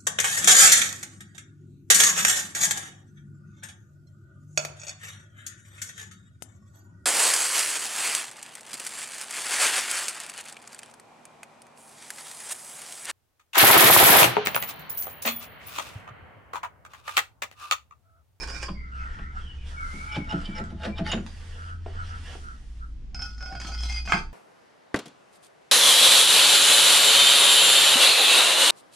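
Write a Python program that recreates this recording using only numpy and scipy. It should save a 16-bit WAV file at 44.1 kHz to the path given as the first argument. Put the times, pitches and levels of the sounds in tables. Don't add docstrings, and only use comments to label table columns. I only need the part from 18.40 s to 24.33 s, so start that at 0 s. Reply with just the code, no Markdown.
import sys
import numpy as np
from scipy import signal
from scipy.fft import rfft, irfft, next_fast_len
from scipy.io import wavfile
from scipy.ndimage import uniform_filter1d, map_coordinates

SR = 44100
rng = np.random.default_rng(int(sys.argv[2]) if len(sys.argv) > 2 else 0)


def dump(signal):
    limited = np.clip(np.atleast_2d(signal).T, -1, 1)
    pcm = np.round(limited * 32767).astype(np.int16)
    wavfile.write(sys.argv[1], SR, pcm)


N = 261513
TIME = np.arange(N) / SR
AGE = np.arange(SR * 3 // 5) / SR

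# (time [s], firing pitch [Hz], level [dB])
ENGINE = [(0.04, 59.07, -38.5), (1.73, 71.1, -41), (2.09, 67.07, -49), (2.31, 75.4, -40.5),
          (3.05, 82.3, -41.5), (3.7, 86.06, -35.5), (3.84, 79.6, -39.5), (4.16, 57.28, -46.5),
          (4.45, 56.7, -37.5), (4.6, 53.4, -42), (5.2, 57.62, -39.5), (5.43, 58.4, -28.5),
          (5.73, 60.8, -35), (5.78, 62.3, -45)]
# (time [s], firing pitch [Hz], level [dB])
SECOND_ENGINE = [(.7, 71, -54), (1.3, 79.4, -41.5), (1.8, 86, -65)]
# (frequency [Hz], level [dB per Hz])
RUMBLE_COLOUR = [(12, -18.5), (20, -1.5), (29, 2.5), (42, -8.5), (60, -7), (90, -13.5), (130, -20),
                 (200, -23), (300, -30), (500, -45), (1400, -47.5), (3000, -50), (6000, -55.5),
                 (10000, -68.5), (12000, -106)]
# (frequency [Hz], likeness [0-1])
STEREO_LIKENESS = [(100, 0.92), (300, 0.92), (700, 0.15), (2000, 0.035), (5000, 0.29), (9000, 0.015)]
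# (frequency [Hz], time to fall 60 dB [s])
ROOM_DECAY = [(150, 0.46), (700, 0.27), (3000, 0.23), (10000, 0.26)]
# (frequency [Hz], level [dB])
MICROPHONE = [(9500, -1.5), (10500, -4), (11500, -15), (13500, -8.5), (15000, -13)]

# (start [s], length [s], level [dB])
DRAGS = [(0, 0.033, -37), (.08, 0.12, -42.5), (.217, 0.025, -39)]
# (frequency [Hz], level [dB per Hz])
IRON_COLOUR = [(180, -32), (300, -0.5), (568, -0.5), (637, -11), (763, 0.5), (1310, -0.5), (1540, 7.5),
               (2360, -7.5), (4120, -13.5), (5180, -4), (9800, -19), (11200, -33), (13800, -21),
               (15000, -37)]
# (pitch [Hz], width [Hz], level [dB])
STEEL_CHATTER = [(1090, 95, -14), (1630, 50, -14), (2380, 54, 7.5), (4710, 190, 0.5), (5230, 73, 6.5),
                 (6370, 95, -9), (8470, 170, -13)]
# (time [s], knock level [dB], ring level [dB])
JAW_HITS = [(0.0325, -39.5, -60), (0.0735, -42, -50), (.083, -45, -42), (.099, -42.5, -45),
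            (.121, -63, -47), (.143, -47, -44), (.228, -35.5, -40.5), (0.247, -51, -47)]
# (pitch [Hz], level [dB], ring time [s])
STEEL_MODES = [(732, 0, 0.12), (1093, 4, 0.15), (1510, 1, 0.089), (1760, -16, 0.053), (1930, -16, 0.084),
               (2420, 0, 0.11), (2900, 0.5, 0.084), (3380, -7, .08), (5060, -10, 0.11), (5770, -17, 0.11)]
# (pitch [Hz], level [dB], ring time [s])
JAW_MODES = [(4740, 0, .46), (4840, -2, .2), (5280, -7, .1)]
# (pitch [Hz], level [dB], ring time [s])
SETTLE_MODES = [(984, -2, 0.093), (1047, 9, 0.077), (1230, -3, 0.11), (3280, -0.5, 0.049)]

# (time [s], low clack [dB], bright clack [dB], bench boom [dB], boom pitch factor [ratio])
JOLTS = [(0.285, -42, -41.5, -33, 0.97), (0.786, -51.5, -44.5, -45, 1.01), (1.53, -54, -64, -41.5, 1),
         (1.763, -32.5, -42, -26, 0.96), (1.927, -31.5, -47.5, -24.5, 0.97), (2.077, -47, -65, -31.5, 1.01),
         (2.195, -39.5, -47, -34, 1.1), (2.315, -47, -64, -36, 1.04), (2.462, -34.5, -44, -30.5, 1.06),
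         (2.592, -31, -40.5, -25.5, 1.02), (2.73, -32.5, -30, -28, 1.16), (2.771, -39, -39.5, -30, 1.05)]
# (pitch [Hz], level [dB], ring time [s])
HANDLE_MODES = [(573, 13, 0.049), (660.7, 5.5, 0.13), (710, -4, 0.18), (832, 8.5, 0.088), (1025, -7, 0.27)]
# (frequency [Hz], level [dB per Hz])
LOW_CLACK_COLOUR = [(250, 1.0), (450, -4.5), (800, -4), (1100, -28.0), (1500, -34), (4000, -67)]
BRIGHT_CLACK_COLOUR = [(700, 3.5), (1200, 2.5), (1500, 7.5), (2000, -0.5), (2700, 4.5), (6000, -32.0),
                       (12000, -69)]
# (time [s], level [dB])
KNOCKS = [(3.461, -37), (3.952, -44.5)]
# (frequency [Hz], level [dB per Hz])
KNOCK_COLOUR = [(120, -30), (300, -0.5), (520, 1.5), (800, 5.5), (950, -17), (1200, -14.0), (4000, -29.0),
                (10000, -82)]
# (pitch [Hz], level [dB], ring time [s])
BENCH_MODES = [(129, -2, 0.11), (155.3, -7, 0.3), (184.8, 4.5, 0.18), (210.1, -4.5, 0.31),
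               (241.7, -12.5, 0.29), (307.8, -9, 0.22), (352.6, -8.5, 0.16), (408.3, -22.5, 0.41),
               (495, -38, 0.47)]

# (start [s], length [s], start pitch [Hz], end pitch [Hz], level [dB], flutter [dB])
SONG = [(0.331, 0.18, 2207, 1977, -56.5, 6.5), (0.531, 0.14, 2730, 2520, -60.5, 7),
        (0.586, .09, 2210, 1880, -58.5, 10), (0.645, 0.21, 1875, 1825, -52.5, 1),
        (0.793, 0.14, 1876, 2130, -53, 1.5), (1.01, 0.073, 3220, 3115, -53, -6),
        (1.051, 0.098, 3030, 2895, -49.5, -2), (1.183, 0.08, 2970, 2800, -53, -1),
        (1.175, 0.088, 2490, 2400, -60, 6), (1.365, 0.055, 2260, 2193, -42, -17),
        (1.411, 0.055, 2200, 2040, -47, -4), (1.443, 0.097, 2048, 2095, -50, -4.5),
        (1.512, 0.15, 2166, 2260, -44.5, -4.5), (1.655, 0.13, 2268, 2323, -43, 0.5),
        (1.779, .06, 2210, 2225, -46, 0), (2.04, 0.06, 2340, 2345, -52, -20),
        (2.086, 0.1, 2310, 2295, -48, -16), (2.491, 0.078, 2303, 2388, -47.5, -18)]
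# (centre [s], half length [s], level [dB])
CAWS = [(0.6, 0.12, -42.5), (0.738, 0.43, -44.5), (0.98, 0.026, -33), (1.434, 0.11, -33), (1.68, 0.14, -36),
        (1.939, 0.087, -31.5), (2.205, 0.13, -38), (3.22, 0.065, -40), (3.31, 0.053, -38.5),
        (3.6, 0.051, -34.5), (3.742, 0.055, -37), (4.085, 0.076, -40), (4.435, 0.035, -43.5)]
# (frequency [Hz], level [dB per Hz])
CAW_COLOUR = [(700, -37.5), (1150, -23.0), (1300, -4.5), (1400, -5.0), (1520, -10.0), (1750, -26.5),
              (3000, -67)]
# (start [s], length [s], level [dB])
CRUMPLES = [(.56, 0.28, -50), (.96, 0.21, -49), (1.27, 0.052, -47), (1.36, 0.75, -54.5), (1.94, 0.33, -49),
            (2.8, 0.5, -48), (3.47, 0.317, -46), (3.865, 0.069, -38.5), (3.97, 0.42, -59)]
# (centre [s], half length [s], level [dB])
SWISHES = [(1.305, 0.052, -57.5), (1.57, 0.28, -49.5), (3.03, 0.3, -56.5), (3.28, 0.14, -63),
           (3.66, 0.08, -64.5), (3.92, 0.27, -53.5), (4.3, 0.35, -64.5)]
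# (frequency [Hz], level [dB per Hz])
CRUMPLE_COLOUR = [(150, -27), (300, -7.5), (500, 0.5), (850, -0.5), (1100, -2), (1800, 4.5), (2400, -3.5),
                  (3100, 3), (3900, -9.5), (5300, -6), (6600, -14.5), (8700, -16), (15000, -38)]
# (frequency [Hz], level [dB per Hz])
GLIDE_COLOUR = [(2350, -3.5), (4000, -4), (5890, -4), (7470, -7.5), (9020, -6.5), (13700, -17.5),
                (15000, -19)]

# (slip time [s], swell time [s], rasp level [dB], hum level [dB])
STROKES = [(1.763, 0.042, -38.5, -42), (1.91, 0.022, -36.5, -46.5), (2.06, 0.017, -51, -39.5),
           (2.189, 0.031, -36, -43), (2.305, 0.011, -43.5, -53.5), (2.453, 0.028, -32, -42),
           (2.586, 0.014, -35, -38.5), (2.668, 0.0098, -32.5, -50), (2.699, 0.02, -32, -47),
           (2.729, 0.012, -35.5, -29.5)]
# (frequency [Hz], level [dB per Hz])
RASP_COLOUR = [(240, -5.5), (400, -11.5), (690, -10), (1070, -17.5), (1430, -4.5), (1970, -10), (2960, -20),
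               (4130, -19.5), (7930, -34.5), (10700, -33.5), (12100, -72), (13100, -44), (15000, -44)]
# (pitch [Hz], width [Hz], level [dB])
HANDLE_GROAN = [(657, 34, -6), (855.5, 8.4, 6)]
# (pitch [Hz], width [Hz], level [dB])
SCREW_PEAKS = [(2820, 28, -2), (3043, 37, 3.5), (3430, 160, -3), (3750, 60, 0), (4620, 155, -9),
               (5330, 31, -13.5), (6860, 67, -14.5), (8100, 91, -37)]
# (start [s], length [s], start pitch [Hz], end pitch [Hz], low tone [dB], upper tone [dB])
SQUEALS = [(1.723, 0.033, 2900, 2860, -47, -51), (1.894, 0.022, 2860, 2910, -43, -52.5),
           (2.154, 0.035, 2910, 2860, -53, -51), (2.582, 0.0087, 3120, 2960, -40.5, -51.5),
           (2.653, 0.016, 3180, 3030, -44.5, -59), (2.675, 0.04, 2930, 2880, -43.5, -53),
           (2.705, 0.029, 2904, 2865, -30, -59)]
# (time [s], level [dB])
SNAPS = [(1.758, -40.5), (1.921, -44.5), (2.434, -41.5), (2.448, -42.5), (2.583, -47.5), (2.7165, -33),
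         (2.7245, -50)]
# (frequency [Hz], level [dB per Hz])
SNAP_COLOUR = [(600, -2), (1700, 3.0), (3600, 0.0), (4400, -7.0), (7500, -16), (11000, -41), (15000, -40)]
# (time [s], level [dB])
TICKS = [(1.845, -53), (2.013, -47.5), (2.24, -46.5), (2.864, -38.5)]
# (frequency [Hz], level [dB per Hz])
TICK_COLOUR = [(400, -18), (900, 1.0), (3500, -2.5), (4500, -6), (8000, -9), (15000, -31)]

# (centre [s], half length [s], level [dB])
HOOTS = [(4.785, 0.062, -54), (5.03, 0.025, -49), (5.12, 0.062, -43.5), (5.29, 0.028, -44.5)]
# (pitch [Hz], width [Hz], level [dB])
HOOT_PEAKS = [(686, 134, -1), (780, 15, 7.5)]
# (time [s], click level [dB], ring level [dB], click tilt [dB per octave])
TAPS = [(4.7455, -42, -40, 0.5), (4.792, -41, -40, -2.5), (4.820, -40, -36.5, 1.5), (4.980, -53, -50, 2),
        (5.007, -45, -49, -1.5), (5.025, -46.5, -38.5, 1), (5.059, -45, -42.5, 0), (5.124, -41, -49, -3),
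        (5.151, -41, -39.5, -1), (5.200, -39, -41.5, 1), (5.215, -39.5, -56, 0.5), (5.248, -39, -46, -1.5),
        (5.269, -44, -51, 4), (5.287, -42, -54, -0.5), (5.318, -42.5, -37.5, 0), (5.338, -49.5, -36.5, 7),
        (5.386, -59, -41, 7), (5.407, -50, -44, 11), (5.434, -40.5, -42.5, 3), (5.455, -50, -48, 12),
        (5.497, -51.5, -37, 2), (5.526, -43, -40.5, 5), (5.569, -48, -41, 1.5)]
# (pitch [Hz], ring time [s], level [dB], best depth [0-1], reach [depth], level far from it [dB])
SINGING_MODES = [(1458, 0.32, -1.5, 0.31, 0.32, -28), (2110, 0.28, -1.5, 0.81, 0.067, -18.5),
                 (2512, 0.1, -7, 0.88, 0.13, -11), (4855, 0.31, 1.5, 0.85, 0.042, -10),
                 (5268, 0.15, 1, 0.14, 0.24, -17.5), (5230, 0.11, 3, 0.71, 0.066, -26)]
# (pitch [Hz], level [dB], ring time while loose [s])
PIPE_MODES = [(703, 1.5, 0.18), (791, 5, 0.23), (900, -19, 0.24), (1304, 4, 0.33), (1542, -2.5, 0.33),
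              (2230, 9.5, 0.056), (2552, -16, 0.17), (2550, 1, 0.2), (3215, -0.5, 0.26), (3540, -14, 0.16),
              (3840, -20, .2), (4230, -1.5, 0.11), (5800, -20, 0.25), (6500, -8, 0.15), (7200, -13, 0.1),
              (8260, -12, 0.18)]
# (start [s], length [s], scrape level [dB], singing level [dB])
SHOVES = [(4.817, 0.046, -56, -47), (4.88, 0.095, -64, -64), (5.003, 0.174, -62.5, -49.5),
          (5.204, 0.088, -51.5, -60), (5.325, 0.029, -51, -44), (5.379, 0.019, -50, -52),
          (5.428, 0.047, -47, -56), (5.488, 0.067, -48.5, -45.5), (5.565, 0.031, -56, -43.5),
          (5.657, 0.12, -47.5, -41.5)]
# (frequency [Hz], level [dB per Hz])
SCRAPE_COLOUR = [(150, 5), (280, 1.5), (430, -12), (750, -11), (950, -7), (1400, -3.5), (1850, -7),
                 (2400, -6.5), (3800, -15.5), (5300, -4), (7300, -16.5), (10000, -31), (12000, -45),
                 (15000, -48)]
# (pitch [Hz], width [Hz], level [dB])
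TUBE_PEAKS = [(790, 61, -5), (1290, 29, -1.5), (1440, 28, -21), (2140, 11, -17), (2460, 40, -9.5),
              (3220, 180, -2), (4000, 61, -11), (4330, 22, 3), (4930, 22, 7.5), (5240, 39, -11),
              (6112, 28, 3), (7150, 100, -9.5), (8300, 160, -21), (9740, 42, -20), (12600, 120, -21)]
# (time [s], crack level [dB], ring level [dB], head level [dB])
CLANKS = [(5.6755, -32, -39.5, -47), (5.694, -37, -33.5, -38), (5.7214, -12.5, -23, -42),
          (5.7325, -30, -31.5, -27.5), (5.739, -34, -36, -38)]
# (frequency [Hz], level [dB per Hz])
CRACK_COLOUR = [(180, -31), (300, -11.5), (568, -17), (1000, -7), (1350, 0), (1620, -1.5), (1850, -20),
                (2480, 2.5), (2820, -23), (3860, -22), (4850, -25), (8460, -36), (11200, -56), (12500, -61),
                (15000, -85)]
# (pitch [Hz], level [dB], ring time [s])
HEAD_MODES = [(704, 1.5, 0.12), (894, -4, 0.25), (1085, -9, 0.1), (1465, -3, 0.19), (1590, -7, 0.13),
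              (2157, 2, 0.12), (2590, -16, 0.4), (3170, -3.5, 0.082), (4740, -13, 0.33)]

TOP_HZ = 15000
ROAD_DB, ROAD_SWING_DB = -38, 1.5
PRESSED_T60_S = 0.22
LIFT_S, LIFT_DB = .257, -40.5
DROP_S, DROP_DB = .282, -37.5
THUMP_LAG_S = 0.01065
CLACK_RISE_S = 0.0055
BLUR_PER_S = 160
MOVE_ATTACK_S, MOVE_RELEASE_S, MOVE_DRIFT_DB = 0.042, 0.022, -2
SLIP_S = 0.01
UPPER_SQUEAL_HZ, SQUEAL_JITTER = (5370, 5260), 0.0076
SQUEAL_HISS_DB = -7
PIPE_ON_S, SEATED_S = 4.7, 5.7212
SEAT_JOLT_DB = -27
GRIP = 0.45
BORE_SHIFT_DB, BORE_SHIFT_PER_S = 4, 13
RUB_JITTER_HZ, RUB_FLUTTER_DB, WANDER = 16, 2.5, .003


def amp(db):
    return 10 ** (np.asarray(db) / 20)


def unit(x):
    return x / np.sqrt(np.mean(x ** 2) + 1e-20)


def struck(x):
    return x / np.sqrt(np.mean(x[..., :SR // 40] ** 2) + 1e-20)


def along(points, hz):
    f, v = np.transpose(points)
    return np.interp(np.log(hz + 1), np.log(f), v)


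def level(rows):
    rows = np.array(rows)
    outside = np.maximum(np.maximum(rows[0, 0] - TIME, TIME - rows[-1, 0]), 0)
    return amp(np.interp(TIME, rows[:, 0], rows[:, -1])) * np.exp(-outside / 0.18)


def held(rows, attack, release):
    total = 0
    for s, length, db in rows:
        edges = np.minimum((TIME - s) / attack, (s + length - TIME) / release)
        total = total + amp(db) * np.exp(np.minimum(edges, 0))
    return total


def swells(rows):
    return sum(amp(db) * np.exp(-2 * ((TIME - s) / half) ** 2) for s, half, db in rows)


def wobble(rate):
    return map_coordinates(rng.standard_normal(int(N * rate / SR) + 4), [TIME * rate])


def filtered(x, response):
    n = x.shape[-1]
    m = next_fast_len(n + SR // 4)
    return irfft(rfft(x, m) * response(np.fft.rfftfreq(m, 1 / SR)), m)[..., :n]


def coloured(x, spectrum):
    return unit(filtered(x, lambda hz: amp(along(spectrum, hz))))


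def resonant(x, peaks):
    def response(f):
        total = 0
        for k, (centre, width, db) in enumerate(peaks):
            damping = 1j * f * width
            total = total + (-1) ** k * amp(db) * damping / (centre * centre - f * f + damping)
        return total
    return unit(filtered(x, response))


def noise(size):
    def shares(hz):
        turn = np.arccos(np.clip(along(STEREO_LIKENESS, hz), -1, 1)) / 2
        return np.array([np.cos(turn), np.sin(turn)])
    mid, side = filtered(rng.standard_normal((2, size)), shares)
    return np.array([mid + side, mid - side])


def grit(rate, spread_db, hiss):
    sizes_db = spread_db * np.minimum(rng.exponential(size=N), 3)
    slips = (rng.random(N) < rate / SR) * rng.choice([-1, 1], N) * amp(sizes_db)
    z = signal.stft(unit(slips) + hiss * rng.standard_normal(N), nperseg=512)[2]
    field = uniform_filter1d(rng.standard_normal(z.shape), size=4, axis=0)
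    field = uniform_filter1d(field, size=7, axis=1)
    return unit(signal.istft(z * amp(4.2 * unit(field)), nperseg=512)[1][:N])


def ring(modes, scatter_db, attack):
    hz, db, t60 = np.transpose(modes)[:, :, None]
    scatter = scatter_db * rng.standard_normal(hz.shape)
    gain = rng.choice([-1, 1], hz.shape) * amp(db + scatter - 60 * AGE / t60)
    tones = np.sum(gain * np.sin(2 * np.pi * hz * AGE), 0)
    return struck(tones * (1 - np.exp(-AGE / attack)))


def burst(spectrum, t60):
    onset = np.sin(np.pi / 2 * np.minimum(AGE / .0008, 1)) ** 2
    return struck(coloured(rng.standard_normal(len(AGE)), spectrum) * onset * amp(-60 * AGE / t60))


def add(track, s, x):
    start = max(round(s * SR), 0)
    track[..., start:start + x.shape[-1]] += x[..., :N - start]


def in_room(x, wet_db, pan_db):
    hz, t, z = signal.stft(noise(SR // 2), SR, nperseg=256)
    tail = signal.istft(z * amp(-60 * t / along(ROOM_DECAY, hz)[:, None]), SR, nperseg=256)[1]
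    tail = np.pad(tail / np.linalg.norm(tail[0]), ((0, 0), (SR // 250, 0)))
    wet = signal.fftconvolve(x[None], tail, axes=1)[:, :len(x)]
    mix = (x + amp(wet_db) * wet) / np.hypot(1, amp(wet_db))
    return mix * amp([[pan_db / 2], [-pan_db / 2]])


def drone(rows):
    s, hz, _ = np.transpose(rows)
    tone = unit(np.sin(2 * np.pi * np.cumsum(np.interp(TIME, s, hz)) / SR))
    return level(rows) * amp(1.24 * wobble(9)) * tone


def traffic():
    rumble = amp(ROAD_DB + ROAD_SWING_DB * wobble(2.8)) * coloured(noise(N), RUMBLE_COLOUR)
    return rumble + amp(1.5) * drone(ENGINE) + amp(0.5) * drone(SECOND_ENGINE)


def dragged_steel():
    slips = grit(rate=500, spread_db=0, hiss=0.2)
    texture = amp(-0.5) * coloured(slips, IRON_COLOUR) + amp(-3.0) * resonant(slips, STEEL_CHATTER)
    grating = held(DRAGS, attack=0.0035, release=0.0029) * texture
    knocks, rings = np.zeros((2, N))
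    pressed = [(hz, 0, PRESSED_T60_S) for hz, *_ in JAW_MODES[1:]]
    for s, knock_db, ring_db in JAW_HITS:
        knock = burst(IRON_COLOUR, t60=0.052) + amp(-5.0) * ring(STEEL_MODES, scatter_db=2.5, attack=0.00047)
        add(knocks, s, amp(knock_db) * knock)
        add(rings, s, amp(ring_db) * ring(pressed, scatter_db=9, attack=0.0022))
    add(rings, LIFT_S, amp(LIFT_DB) * ring(JAW_MODES, scatter_db=-12, attack=0.0023))
    add(rings, DROP_S, amp(DROP_DB) * ring(SETTLE_MODES, scatter_db=1, attack=.002))
    out = in_room(grating, wet_db=3.5, pan_db=-8.0)
    out = out + in_room(knocks, wet_db=-3, pan_db=-2.5)
    return out + in_room(rings, wet_db=-4.5, pan_db=-2.0)


def clacks():
    out = np.zeros((2, N))
    rise = 1 - np.exp(-AGE / CLACK_RISE_S)
    for s, low_db, bright_db, *_ in JOLTS:
        low = ring(HANDLE_MODES, scatter_db=3, attack=.001)
        low = low + amp(4.0) * burst(LOW_CLACK_COLOUR, t60=0.059)
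        bright = burst(BRIGHT_CLACK_COLOUR, t60=0.057)
        blow = rise * (amp(low_db) * struck(low) + amp(bright_db) * bright)
        blow = in_room(blow, wet_db=-4.0, pan_db=1.0)
        add(out, s, amp(-2.0) * struck(blow) * np.hypot(amp(low_db), amp(bright_db)))
    for s, db in KNOCKS:
        knock = burst(KNOCK_COLOUR, t60=0.038)
        add(out, s, amp(db) * in_room(knock, wet_db=-2.5, pan_db=-1.0))
    return out


def bench():
    out = np.zeros((2, N))
    for s, *_, db, pitch in JOLTS + [(SEATED_S, SEAT_JOLT_DB, 1)]:
        modes = []
        for hz, mode_db, t60 in BENCH_MODES:
            modes.append((hz * pitch * (1 + .02 * rng.standard_normal()), mode_db, t60))
        boom = in_room(ring(modes, scatter_db=2.5, attack=0.005), wet_db=-14.0, pan_db=0)
        add(out, s + THUMP_LAG_S, amp(db) * struck(boom))
    return out


def birds():
    pure, blurred = np.zeros((2, N))
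    for s, length, start_hz, end_hz, db, flutter_db in SONG:
        progress = np.linspace(0, 1, round(length * SR))
        phase = 2 * np.pi * np.cumsum(start_hz + (end_hz - start_hz) * progress) / SR
        note = amp(db) * np.sqrt(np.abs(np.sin(np.pi * progress))) * np.sin(phase)
        add(pure, s, note)
        add(blurred, s, amp(flutter_db) * note)
    whistles = pure + blurred * (wobble(BLUR_PER_S) + 0.7 * wobble(500))
    caws = swells(CAWS) * coloured(rng.standard_normal(N), CAW_COLOUR)
    caws = in_room(caws, wet_db=-8.5, pan_db=-1.0) * [[1], [-1]]
    return amp(2) * in_room(whistles, wet_db=2.0, pan_db=2.0) + caws


def sleeves():
    fibres = unit(grit(rate=3000, spread_db=5, hiss=.7) + .7 * rng.standard_normal(N))
    motion = held(CRUMPLES, MOVE_ATTACK_S, MOVE_RELEASE_S) * amp(MOVE_DRIFT_DB * wobble(8.9))
    crumple = in_room(motion * coloured(fibres, CRUMPLE_COLOUR), wet_db=-1.0, pan_db=-3.5)
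    glide = swells(SWISHES) * coloured(noise(N), GLIDE_COLOUR)
    return amp(-5.5) * crumple + amp(0.5) * glide


def screw():
    rasp, hum = np.zeros((2, N))
    for s, swell, rasp_db, hum_db in STROKES:
        pressure = np.exp(np.minimum((TIME - s) / swell, (s - TIME) / SLIP_S))
        rasp += amp(rasp_db) * pressure
        hum += amp(hum_db) * pressure
    slips = grit(rate=930, spread_db=7.0, hiss=0.84)
    rasp *= coloured(slips, RASP_COLOUR) + amp(-5) * resonant(slips, HANDLE_GROAN)
    hum *= resonant(grit(rate=1200, spread_db=2, hiss=.3), SCREW_PEAKS)
    return in_room(rasp, wet_db=1.0, pan_db=1.0) + in_room(hum, wet_db=-13.0, pan_db=-2.0)


def squeals():
    out = np.zeros(N)
    for s, length, start_hz, end_hz, low_db, high_db in SQUEALS:
        for glide, db in (((start_hz, end_hz), low_db), (UPPER_SQUEAL_HZ, high_db)):
            hz = np.interp(TIME, (s, s + length), glide) * (1 + SQUEAL_JITTER * wobble(300))
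            tone = unit(np.sin(2 * np.pi * np.cumsum(hz) / SR))
            out += held([(s, length, db)], attack=0.0028, release=0.003) * tone
    judder = amp(2.8 * wobble(150)) * (1 + amp(SQUEAL_HISS_DB) * wobble(900))
    return in_room(out * judder, wet_db=-12, pan_db=-5)


def snaps():
    out = np.zeros((2, N))
    modes = [(hz, db, np.log(1000) / (np.pi * width)) for hz, width, db in SCREW_PEAKS]
    for s, db in SNAPS:
        crack = burst(SNAP_COLOUR, t60=0.11)
        snap = crack + amp(-2) * ring(modes, scatter_db=13.5, attack=0.00064)
        add(out, s, amp(db) * in_room(snap, wet_db=-7.5, pan_db=-1.0))
    return out


def ticks():
    out = np.zeros((2, N))
    for s, db in TICKS:
        tick = burst(TICK_COLOUR, t60=0.007)
        tick = tick + amp(-11.5) * ring(JAW_MODES, scatter_db=-9, attack=.001)
        add(out, s, amp(db - 6.0) * in_room(tick, wet_db=3.0, pan_db=-4.0))
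    return out


def pipe_hoot():
    return in_room(swells(HOOTS) * resonant(rng.standard_normal(N), HOOT_PEAKS), wet_db=0.0, pan_db=-0.5)


def depth(s):
    return (s - PIPE_ON_S) / (SEATED_S - PIPE_ON_S)


def depth_share(s, best, reach, off_db):
    return np.exp(-((depth(s) - best) / reach) ** 2) + amp(off_db)


def pipe_taps():
    out = np.zeros((2, N))
    for s, click_db, ring_db, tilt_db in TAPS:
        click = amp(-3) * burst(SCRAPE_COLOUR, t60=0.031)
        click = click + amp(-6.0) * ring(PIPE_MODES, scatter_db=-4.5, attack=0.00018)
        tilted = filtered(click, lambda hz: amp(tilt_db * np.log2(np.clip(hz, 500, 8000))))
        click = np.std(click) * unit(tilted)
        song = 0
        for hz, t60, db, *contact in SINGING_MODES:
            pitch = hz * (1 + .002 * rng.standard_normal())
            damped_t60 = t60 * (1 - GRIP * depth(s) ** 2)
            mode = ring([(pitch, 0, damped_t60)], scatter_db=0, attack=.0004)
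            song = song + amp(db) * depth_share(s, *contact) * mode
        click = in_room(click, wet_db=-3, pan_db=-1.5)
        add(out, s, amp(click_db) * click + amp(ring_db) * in_room(song, wet_db=0.0, pan_db=-1.0))
    return out


def wander(x):
    drift = np.cumsum(WANDER * np.gradient(wobble(14)) * SR / 14)
    return map_coordinates(x, [np.arange(N) + drift])


def shifting(x, peaks):
    total = 0
    for hz, width, db in peaks:
        gain = amp(db + BORE_SHIFT_DB * wobble(BORE_SHIFT_PER_S)) * np.sqrt(width)
        total = total + gain * resonant(x, [(hz, width, 0)])
    return unit(total)


def rubbed(hz):
    pitch = hz + RUB_JITTER_HZ * wobble(90)
    return unit(amp(RUB_FLUTTER_DB * wobble(110)) * np.sin(2 * np.pi * np.cumsum(pitch) / SR))


def pipe_slide():
    push = held([row[:3] for row in SHOVES], attack=0.005, release=0.016)
    rub = held([(s, length, db) for s, length, _, db in SHOVES], attack=0.0053, release=0.018)
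    stick_slip = unit(amp(3.5 * wobble(70)))
    slips = push * stick_slip * grit(rate=540, spread_db=2.5, hiss=0.14)
    burrs = push * grit(rate=80, spread_db=2, hiss=0)
    chatter = amp(-0.5) * coloured(slips, SCRAPE_COLOUR) + amp(6.0) * wander(shifting(slips, TUBE_PEAKS))
    chatter = in_room(chatter, wet_db=0.5, pan_db=-0.8)
    catches = amp(2) * coloured(burrs, SCRAPE_COLOUR) + amp(3) * resonant(burrs, TUBE_PEAKS)
    catches = in_room(catches, wet_db=-4, pan_db=-1.0)
    song = 0
    for hz, _, db, *contact in SINGING_MODES:
        song = song + amp(db) * depth_share(TIME, *contact) * rubbed(hz)
    song = in_room(rub * wander(song), wet_db=-5, pan_db=-0.5)
    return np.std(slips) * (chatter + catches) + amp(2.5) * song


def pipe_clank():
    out = np.zeros((2, N))
    modes = []
    for hz, db, t60 in PIPE_MODES + [(hz, -2, t60) for hz, t60, *_ in SINGING_MODES]:
        modes.append((hz, db - 5 * abs(np.log2(hz / 2050)), 0.19 * t60))
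    for s, crack_db, ring_db, head_db in CLANKS:
        crack = in_room(burst(CRACK_COLOUR, t60=.016), wet_db=0, pan_db=-3)
        ringing = in_room(ring(modes, scatter_db=2, attack=.002), wet_db=4, pan_db=0)
        head = in_room(ring(HEAD_MODES, scatter_db=1, attack=0.0013), wet_db=-9, pan_db=0)
        add(out, s, amp(crack_db - 6.0) * crack + amp(ring_db) * struck(ringing) + amp(head_db) * head)
    return out


def scene():
    surroundings = traffic() + birds() + sleeves()
    vice = dragged_steel() + clacks() + bench() + screw() + squeals() + snaps() + ticks()
    pipe = pipe_hoot() + pipe_taps() + pipe_slide() + pipe_clank()
    return surroundings + vice + pipe


def record(dry):
    return filtered(dry, lambda hz: amp(along(MICROPHONE, hz)) * (hz < TOP_HZ))


dry = scene()
out = record(dry)
dump(out)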